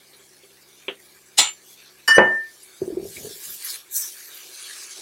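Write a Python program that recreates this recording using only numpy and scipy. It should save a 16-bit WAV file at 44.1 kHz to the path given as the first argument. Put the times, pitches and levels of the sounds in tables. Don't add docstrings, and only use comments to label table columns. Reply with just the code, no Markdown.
import sys
import numpy as np
from scipy import signal
from scipy.fft import rfft, irfft
from scipy.io import wavfile
from scipy.ndimage import map_coordinates

SR = 44100
rng = np.random.default_rng(int(sys.argv[2]) if len(sys.argv) > 2 else 0)


def dump_mix(stems):
    frames = np.atleast_2d(stems).T
    limited = np.clip(frames, -1, 1)
    pcm = np.round(limited * 32767).astype(np.int16)
    wavfile.write(sys.argv[1], SR, pcm)


N = 221273
TIME_S = np.arange(N) / SR
BAND_EDGES_HZ = np.geomspace(22, 16500, 30)
BAND_CENTRES_HZ = np.sqrt(BAND_EDGES_HZ[1:] * BAND_EDGES_HZ[:-1])
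TOP_CUT_HZ = 15850

# (frequency [Hz], level [dB rms])
HOB_HUM = [(70, -81.5), (140, -74), (204.6, -75), (274.5, -76.5)]
# (frequency [Hz], relative density [dB per Hz])
FAN_SPECTRUM = [(25, -20), (45, -14.5), (70, -5), (130, -12), (250, -11.5), (370, 0.5), (520, -3.5),
                (800, -4.5), (1200, -10), (2500, -51)]

# (frequency [Hz], relative density [dB per Hz])
FRY_SPECTRUM = [(700, -14), (1100, -1.5), (1700, 0.5), (2600, 0.5), (3800, 5), (6000, -0.5), (9500, -0.5),
                (12500, -3), (15500, -8.5)]
# (frequency [Hz], width [Hz], boost [dB])
PAN_RESONANCES = [(1650, 140, 6.5), (2294, 190, 7), (3800, 170, -1), (4460, 250, 5), (6130, 1200, 2.5),
                  (9750, 350, 4)]
# (pitch [Hz], level [dB])
BUBBLE_SIZES = [(1500, -60), (3800, -59.5), (7500, -57.5), (12800, -61.5)]
# (full-strength time [s], hold [s], level [dB], brightest pitch [Hz])
FOOD_SURGES = [(1.675, 0.071, -54, 10200), (1.823, .07, -55, 4500), (2.54, 0.34, -55.5, 8500),
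               (3.101, .26, -43.5, 9400), (3.454, 0.083, -38, 13000), (3.644, 0.099, -36.5, 10600),
               (3.691, 0.064, -42, 4460), (3.99, .12, -45, 6200), (4.168, 0.38, -45.3, 9940),
               (4.61, .23, -41, 6940), (4.912, .1, -43, 6930)]
SURGE_ATTACK_S, SURGE_RELEASE_DB_PER_S = 0.17, 235
FALL_BELOW_DB_PER_OCTAVE2, FALL_ABOVE_DB_PER_OCTAVE2 = 2, 17.5
FLASH_S, FLASH_HOLD_S, FLASH_DB, FLASH_HZ = 3.96, .02, -23.8, 9800
FLASH_ATTACK_S, FLASH_RELEASE_DB_PER_S, FLASH_FALL_DB_PER_OCTAVE2 = 0.067, 145, 13
# (full-strength time [s], hold [s], level [dB])
BUBBLE_PUSHES = [(3.17, 0.0044, -53), (3.425, 0.035, -48), (3.975, 0.077, -48.5), (4.145, 0.17, -50.5),
                 (4.35, .07, -51), (4.53, .47, -50.5)]
PUSH_ATTACK_S, PUSH_RELEASE_DB_PER_S = .05, 200
# (time [s], relative level [dB], pitch [Hz])
OIL_SPITS = [(0.132, -27.5, 4000), (2.631, -25, 9800), (3.164, -15, 2280), (3.501, -17, 12600),
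             (3.583, -28, 9500), (3.647, -11, 11300), (4.075, -17, 5660), (4.345, -23, 12500),
             (4.867, -24.5, 6270), (4.909, -18.5, 6300)]

# (full-strength time [s], hold [s], level [dB])
FOOD_SQUELCHES = [(3.70, 0.062, -65), (4.12, 0.023, -62), (4.29, 0.013, -54), (4.43, .09, -58),
                  (4.63, 0.22, -64), (4.97, .02, -56)]
SQUELCH_ATTACK_S, SQUELCH_RELEASE_DB_PER_S = .025, 151
# (frequency [Hz], relative density [dB per Hz])
SQUELCH_SPECTRUM = [(100, -27), (250, -16.5), (370, 2.5), (520, -4), (800, -7.5), (1200, -17), (2500, -34)]

# (time [s], level [dB], pitch [Hz])
SPATULA_BUMPS = [(2.8167, -11, 379.6), (2.8763, -15.5, 372), (2.901, -19, 398), (2.924, -20.5, 320),
                 (2.9696, -12.5, 369), (2.996, -22, 379), (3.027, -23.5, 385), (3.051, -22.5, 402),
                 (3.175, -37, 383), (3.2462, -24.5, 409), (3.268, -28, 429), (3.307, -35, 402),
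                 (3.358, -42.5, 382), (3.491, -44.5, 372)]
# (full-strength time [s], hold [s], level [dB])
SPATULA_DRAGS = [(2.815, 0.021, -40), (2.92, .12, -42), (3.17, 0.091, -45.5), (3.47, 0.035, -58)]
DRAG_ATTACK_S, DRAG_RELEASE_DB_PER_S = 0.018, 170
# (frequency [Hz], relative density [dB per Hz])
DRAG_SPECTRUM = [(25, -20), (80, -5.5), (170, -1), (260, -4.5), (600, -9), (1200, -29.5), (3000, -47)]

# (time [s], relative level [dB])
LID_CONTACTS = [(0.132, -30), (0.192, -27), (0.434, -24), (0.505, -29), (0.8815, -1.5), (0.8905, -21)]
# (frequency [Hz], relative level [dB], t60 [s])
LID_RESONANCES = [(396.7, -24, .16), (499, -31, 0.12), (2350, -33, 0.033), (2770, -32, 0.044),
                  (3135, -31, 0.059), (3090, -33, 0.082), (3370, -26, 0.059)]
# (frequency [Hz], relative level [dB per band], t60 [s])
LID_DIFFUSE = [(100, -78, 0.24), (397, -41, 0.2), (910, -42.5, 0.11), (1600, -43, 0.19),
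               (2400, -29.5, 0.074), (3100, -25, 0.14), (3800, -57, .12), (6000, -75, .1), (12000, -67, .1)]
# (time [s], relative level [dB])
JAR_CONTACTS = [(1.380, -10), (1.3865, -1), (1.394, -5.5), (1.409, -10), (1.421, -5), (1.457, -19),
                (1.475, -17), (1.518, -49)]
# (frequency [Hz], relative level [dB], t60 [s])
JAR_RESONANCES = [(861, -23.5, 0.14), (1290, -25, 0.235), (2234, -28.5, 0.32), (2306, -32, 0.19),
                  (3450, -26, 0.21), (3540, -24.5, 0.14), (3620, -19.5, 0.085), (4100, -24, 0.14),
                  (4282, -32, 0.12), (4700, -38, 0.092), (5860, -28, 0.11), (7165, -16.5, 0.2),
                  (7232, -20.5, 0.4), (7280, -19.5, 0.21), (8500, -36, 0.088), (9927, -36, 0.12),
                  (14250, -38, 0.11)]
# (frequency [Hz], relative level [dB per band], t60 [s])
JAR_DIFFUSE = [(40, -66.5, 0.13), (149, -50.5, 0.19), (436, -32, 0.14), (900, -29, 0.29),
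               (1590, -28.5, 0.3), (2400, -21.5, 0.29), (3820, -14, 0.22), (5200, -20, 0.13),
               (7200, -14, 0.22), (9450, -18, 0.13), (12500, -32, 0.1), (15000, -27, 0.1)]

KNOCK_S, GRAZE_S = 2.0765, 2.1440
LOWER_HZ, UPPER_HZ = 1766, 1790
# (frequency [Hz], knock level [dB], graze level [dB], t60 before the early fade [s])
GLASS_RESONANCES = [(1214, -24.5, -35.5, 0.1), (LOWER_HZ, -12.5, -44, .5), (UPPER_HZ, -9.5, -46, 1.32),
                    (2949, -16, -29, 0.7), (4683, -20.5, -39.5, 0.23), (4938, -23.5, -36.5, .22),
                    (5412, -16.5, -44.5, .19), (5982, -27, -22, 0.17), (7090.5, -21.5, -40, 0.18),
                    (8760, -24, -32.5, 0.16), (8920, -28, -27, 0.26), (11650, -30.5, -54, 0.2),
                    (11830, -26, -56.5, 0.06), (12520, -43.5, -36, .07), (15430, -44, -58.5, 0.3)]
# (frequency [Hz], relative level [dB per band], t60 [s])
GLASS_DIFFUSE = [(100, -60, .16), (300, -40, 0.13), (700, -39.5, .2), (1250, -20, .2), (1800, -29, 0.64),
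                 (2480, -38, 0.26), (3620, -43, 0.17), (5000, -28.5, 0.19), (7000, -46, 0.14),
                 (9000, -45, 0.13), (14000, -55, .12)]
# (time [s], relative level [dB])
THUD_CONTACTS = [(2.1685, -15.5), (2.1812, 5.5), (2.1860, -8.5), (2.2085, -29)]
# (frequency [Hz], relative level [dB], t60 [s])
THUD_RESONANCES = [(205.7, -26.5, .3), (369, -20, 0.35), (464.7, -3, 0.032), (521, -10.5, 0.19),
                   (563, -15.5, 0.22), (855, -21, .24), (936, -20.5, .3), (987, -22, .26),
                   (1557, -16, 0.086), (1927, -9.5, 0.019), (2224, -24, 0.042)]
# (frequency [Hz], relative level [dB per band], t60 [s])
THUD_DIFFUSE = [(35, -53, 0.1), (89.9, -43, 0.21), (191, -29, .3), (270, -27, 0.3), (380, -27.5, 0.41),
                (600, -21, 0.42), (948, -24.5, 0.36), (1697, -19, 0.27), (2400, -24, 0.18),
                (3600, -58, 0.1565), (8000, -69, .12)]


def from_db(db):
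    return 10 ** (np.asarray(db) / 20)


def rms_one(x):
    return x / np.sqrt(np.mean(x ** 2) + 1e-20)


def at_hz(rows, hz):
    points_hz, *columns = np.transpose(rows)
    return [np.interp(np.log(hz), np.log(points_hz), column) for column in columns]


def drift(rate_per_s):
    return np.interp(TIME_S * rate_per_s, np.arange(4096), rng.standard_normal(4096))


def filtered(x, order, hz, kind="low"):
    return signal.sosfilt(signal.butter(order, hz, kind, fs=SR, output="sos"), x)


def band(x, index):
    low_hz, high_hz = BAND_EDGES_HZ[index:index + 2]
    return filtered(x + 1e-18, 2, [low_hz, high_hz], "band") * np.sqrt(SR / 2 / (high_hz - low_hz))


def resonance(x, hz, width_hz):
    r = np.exp(-np.pi * width_hz / SR)
    numerator = np.array([1, 0, -1]) * (1 - r * r) / 2
    return signal.lfilter(numerator, [1, -2 * r * np.cos(2 * np.pi * hz / SR), r * r], x + 1e-18)


def ring(x, hz, t60_s, build_up_hz=330):
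    r = from_db(-60 / (t60_s * SR))
    w = 2 * np.pi * hz / SR
    swing = signal.lfilter([0, np.sin(w)], [1, -2 * r * np.cos(w), r * r], x + 1e-18)
    return resonance(swing, hz, build_up_hz)


def clicks(rows):
    out = np.zeros(N)
    for start_s, db in rows:
        out[round(start_s * SR)] += from_db(db)
    return out


def struck(contacts, modes):
    force = clicks(contacts)
    return sum(from_db(db) * ring(force, hz, t60_s) for hz, db, t60_s in modes)


def diffuse(start_s, tail, rise_s):
    age_s = np.arange(SR) / SR
    white = rng.standard_normal((2, SR))
    swell = np.minimum(age_s / rise_s, 1) ** 2
    sound = np.zeros(SR)
    for k, hz in enumerate(BAND_CENTRES_HZ):
        db, t60_s = at_hz(tail, hz)
        decay = from_db(db - 60 * np.maximum(age_s - rise_s, 0) / t60_s)
        sound += band(white[k % 2] * swell * decay, k)
    at = round(start_s * SR)
    return np.pad(sound, (at, N - at - SR))


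def reflections(x, t60_s, first_s=0.0019):
    age_s = TIME_S[:SR // 2]
    walls = rng.standard_normal(len(age_s)) * from_db(-60 * age_s / t60_s) * (age_s > first_s)
    return signal.fftconvolve(x, walls / np.linalg.norm(walls))[:N]


def coloured(spectrum):
    hz = np.maximum(np.arange(N // 2 + 1) * SR / N, 1)
    return rms_one(irfft(rfft(rng.standard_normal(N)) * from_db(at_hz(spectrum, hz)[0]), N))


def patchy(x, db, width_hz, per_s, size=512):
    overlap = size * 3 // 4
    hz, s, cells = signal.stft(x, SR, nperseg=size, noverlap=overlap)
    chance = rng.standard_normal((400, 600))
    grid = np.meshgrid(hz / width_hz, s * per_s, indexing="ij")
    field = map_coordinates(chance, grid, order=1, mode="wrap")
    gain = rms_one(from_db(db * rms_one(field)))
    return signal.istft(cells * gain, SR, nperseg=size, noverlap=overlap)[1][:N]


def envelope(full_s, hold_s, attack_s, release_db_per_s):
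    rise = np.clip(1 + (TIME_S - full_s) / attack_s, 0, 1) ** 2
    return rise * from_db(-release_db_per_s * np.maximum(TIME_S - full_s - hold_s, 0))


def strokes(rows, attack_s, release_db_per_s):
    power = 0
    for full_s, hold_s, db in rows:
        power = power + (from_db(db) * envelope(full_s, hold_s, attack_s, release_db_per_s)) ** 2
    return np.sqrt(power)


def hob(fan_db=-65, drone_db=-65, drone_hz=366, drone_width_hz=35):
    fade = from_db(np.interp(TIME_S, [2.1, 3.0], [1, -8]))
    hum = 0
    for hz, rms_db in HOB_HUM:
        hum = hum + np.sqrt(2) * from_db(rms_db) * np.sin(2 * np.pi * (hz * TIME_S + rng.random()))
    drone = rms_one(resonance(rng.standard_normal(N), drone_hz, drone_width_hz))
    return fade * hum + from_db(drone_db) * drone + from_db(fan_db) * coloured(FAN_SPECTRUM)


def bursts(per_s=6000, size_db=3.5, steam_share=0.49):
    sizes = from_db(size_db * np.minimum(rng.exponential(1, N), 6)) * rng.choice([-1, 1], N)
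    pops = rms_one(sizes * (rng.random(N) < per_s / SR))
    return np.sqrt(1 - steam_share) * pops + np.sqrt(steam_share) * rng.standard_normal(N)


def activity(pitch_hz, rest_db):
    surges = []
    for full_s, hold_s, db, brightest_hz in FOOD_SURGES:
        octaves = np.log2(pitch_hz / brightest_hz)
        fall = FALL_ABOVE_DB_PER_OCTAVE2 if octaves > 0 else FALL_BELOW_DB_PER_OCTAVE2
        surges.append((full_s, hold_s, db - fall * octaves ** 2))
    surge = strokes(surges, SURGE_ATTACK_S, SURGE_RELEASE_DB_PER_S)
    flash_db = FLASH_DB - FLASH_FALL_DB_PER_OCTAVE2 * np.log2(pitch_hz / FLASH_HZ) ** 2
    flash = from_db(flash_db) * envelope(FLASH_S, FLASH_HOLD_S, FLASH_ATTACK_S, FLASH_RELEASE_DB_PER_S)
    return np.sqrt(from_db(rest_db) ** 2 + surge ** 2 + flash ** 2)


def frying(sputter_db=1.2):
    limits_hz = [850, 2700, 5300, 10500, 15500]
    shape = from_db(at_hz(FRY_SPECTRUM, BAND_CENTRES_HZ)[0]) * np.sqrt(np.diff(BAND_EDGES_HZ))
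    gains = [activity(pitch_hz, rest_db) for pitch_hz, rest_db in BUBBLE_SIZES]
    gains[0] = np.hypot(gains[0], strokes(BUBBLE_PUSHES, PUSH_ATTACK_S, PUSH_RELEASE_DB_PER_S))
    sources = [bursts(), bursts()]
    fry = 0
    for gain, low_hz, high_hz in zip(gains, limits_hz, limits_hz[1:]):
        members = np.flatnonzero((BAND_CENTRES_HZ > low_hz) & (BAND_CENTRES_HZ < high_hz))
        layer = sum(shape[k] * band(sources[k % 2], k) for k in members)
        for hz, width_hz, boost_db in PAN_RESONANCES:
            layer = layer + (from_db(boost_db) - 1) * resonance(layer, hz, width_hz)
        layer = rms_one(filtered(layer, 6, low_hz, "high"))
        fry = fry + gain * from_db(sputter_db * drift(45)) * layer
    fine = patchy(fry, db=3.3, width_hz=240, per_s=24)
    return patchy(fine, db=1.13, width_hz=700, per_s=11)


def spits(t60_s=0.13, width_share=0.13, level_db=-5):
    steam = rng.standard_normal(N)
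    out = 0
    for start_s, db, hz in OIL_SPITS:
        decay = from_db(db - 60 * np.clip((TIME_S - start_s) / t60_s, 0, 3))
        puff = resonance(steam * decay * (TIME_S >= start_s), hz, hz * width_share)
        out = out + resonance(puff, hz, 2 * hz * width_share)
    return from_db(level_db) * out


def squelch(lumps_db=3):
    lumps = rms_one(coloured(SQUELCH_SPECTRUM) * from_db(lumps_db * drift(22)))
    return strokes(FOOD_SQUELCHES, SQUELCH_ATTACK_S, SQUELCH_RELEASE_DB_PER_S) * lumps


def spatula(t60_s=0.067, contact_width_hz=320, overtone_db=-24, room_db=-13, room_t60_s=0.41):
    bumps = 0
    for start_s, db, hz in SPATULA_BUMPS:
        push = clicks([(start_s, db)])
        tone = resonance(ring(push, hz, t60_s), hz, contact_width_hz)
        bumps = bumps + tone + from_db(overtone_db) * ring(push, hz * 1.7, t60_s)
    drag = strokes(SPATULA_DRAGS, DRAG_ATTACK_S, DRAG_RELEASE_DB_PER_S) * coloured(DRAG_SPECTRUM)
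    return bumps + from_db(room_db) * reflections(bumps, room_t60_s) + drag


def jar(room_db=-7, room_t60_s=0.057, lid_db=1.0, lid_top_hz=3600):
    lid = struck(LID_CONTACTS, LID_RESONANCES) + diffuse(0.8805, LID_DIFFUSE, rise_s=0.00081)
    lid = from_db(lid_db) * filtered(lid, 5, lid_top_hz)
    rattle = struck(JAR_CONTACTS, JAR_RESONANCES)
    scuff = patchy(diffuse(1.369, JAR_DIFFUSE, rise_s=0.019), db=2.5, width_hz=225.0, per_s=20)
    settling = from_db(np.interp(TIME_S, [1.49, 1.58], [0, -14]))
    clatter = rattle + from_db(room_db) * reflections(rattle, room_t60_s) + scuff
    return lid + clatter * settling


def thud(top_hz=3000):
    body = struck(THUD_CONTACTS, THUD_RESONANCES)
    rumble = patchy(diffuse(2.177, THUD_DIFFUSE, rise_s=0.0032), db=1.0, width_hz=130, per_s=25)
    return filtered(body + rumble, 4, top_hz) * from_db(np.interp(TIME_S, [2.34, 2.43], [0, -6]))


def knock(fade_from_s=2.158, hold_s=0.185, fade_db=22, fade_s=.16, room_db=-12, room_t60_s=0.14,
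          build_up_share=0.023, graze_build_up_hz=55, graze_tail_db=-14, waver_db=3.0, waver_per_s=90):
    chime = 0
    for hz, knock_db, graze_db, t60_s in GLASS_RESONANCES:
        mode = ring(clicks([(KNOCK_S, knock_db)]), hz, t60_s, build_up_share * hz)
        mode = mode + ring(clicks([(GRAZE_S, graze_db)]), hz, t60_s, graze_build_up_hz)
        ratio = hz / UPPER_HZ
        faded = np.maximum(TIME_S - fade_from_s - hold_s / ratio ** 2, 0) * ratio ** .9 / fade_s
        waver = waver_db * np.clip(np.log2(ratio), .15, 1.5) * drift(waver_per_s)
        chime = chime + from_db(waver - fade_db * np.minimum(faded, 3) ** 2) * mode
    crack = diffuse(KNOCK_S, GLASS_DIFFUSE, rise_s=.003)
    graze = from_db(graze_tail_db) * diffuse(GRAZE_S, GLASS_DIFFUSE, rise_s=.006)
    return chime + from_db(room_db) * reflections(chime, room_t60_s) + crack + graze


def scene():
    background = hob() + frying() + spits()
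    stirring = squelch() + spatula()
    return (background + stirring + jar() + knock() + thud())[None]


def record(dry, low_cut_hz=42):
    lean = filtered(dry, 2, low_cut_hz, "high")
    limited = .97 * lean / (1 + lean ** 16) ** (1 / 16)
    return signal.sosfilt(signal.ellip(12, .1, 80, TOP_CUT_HZ, fs=SR, output="sos"), limited)


dry = scene()
out = record(dry)
dump_mix(out)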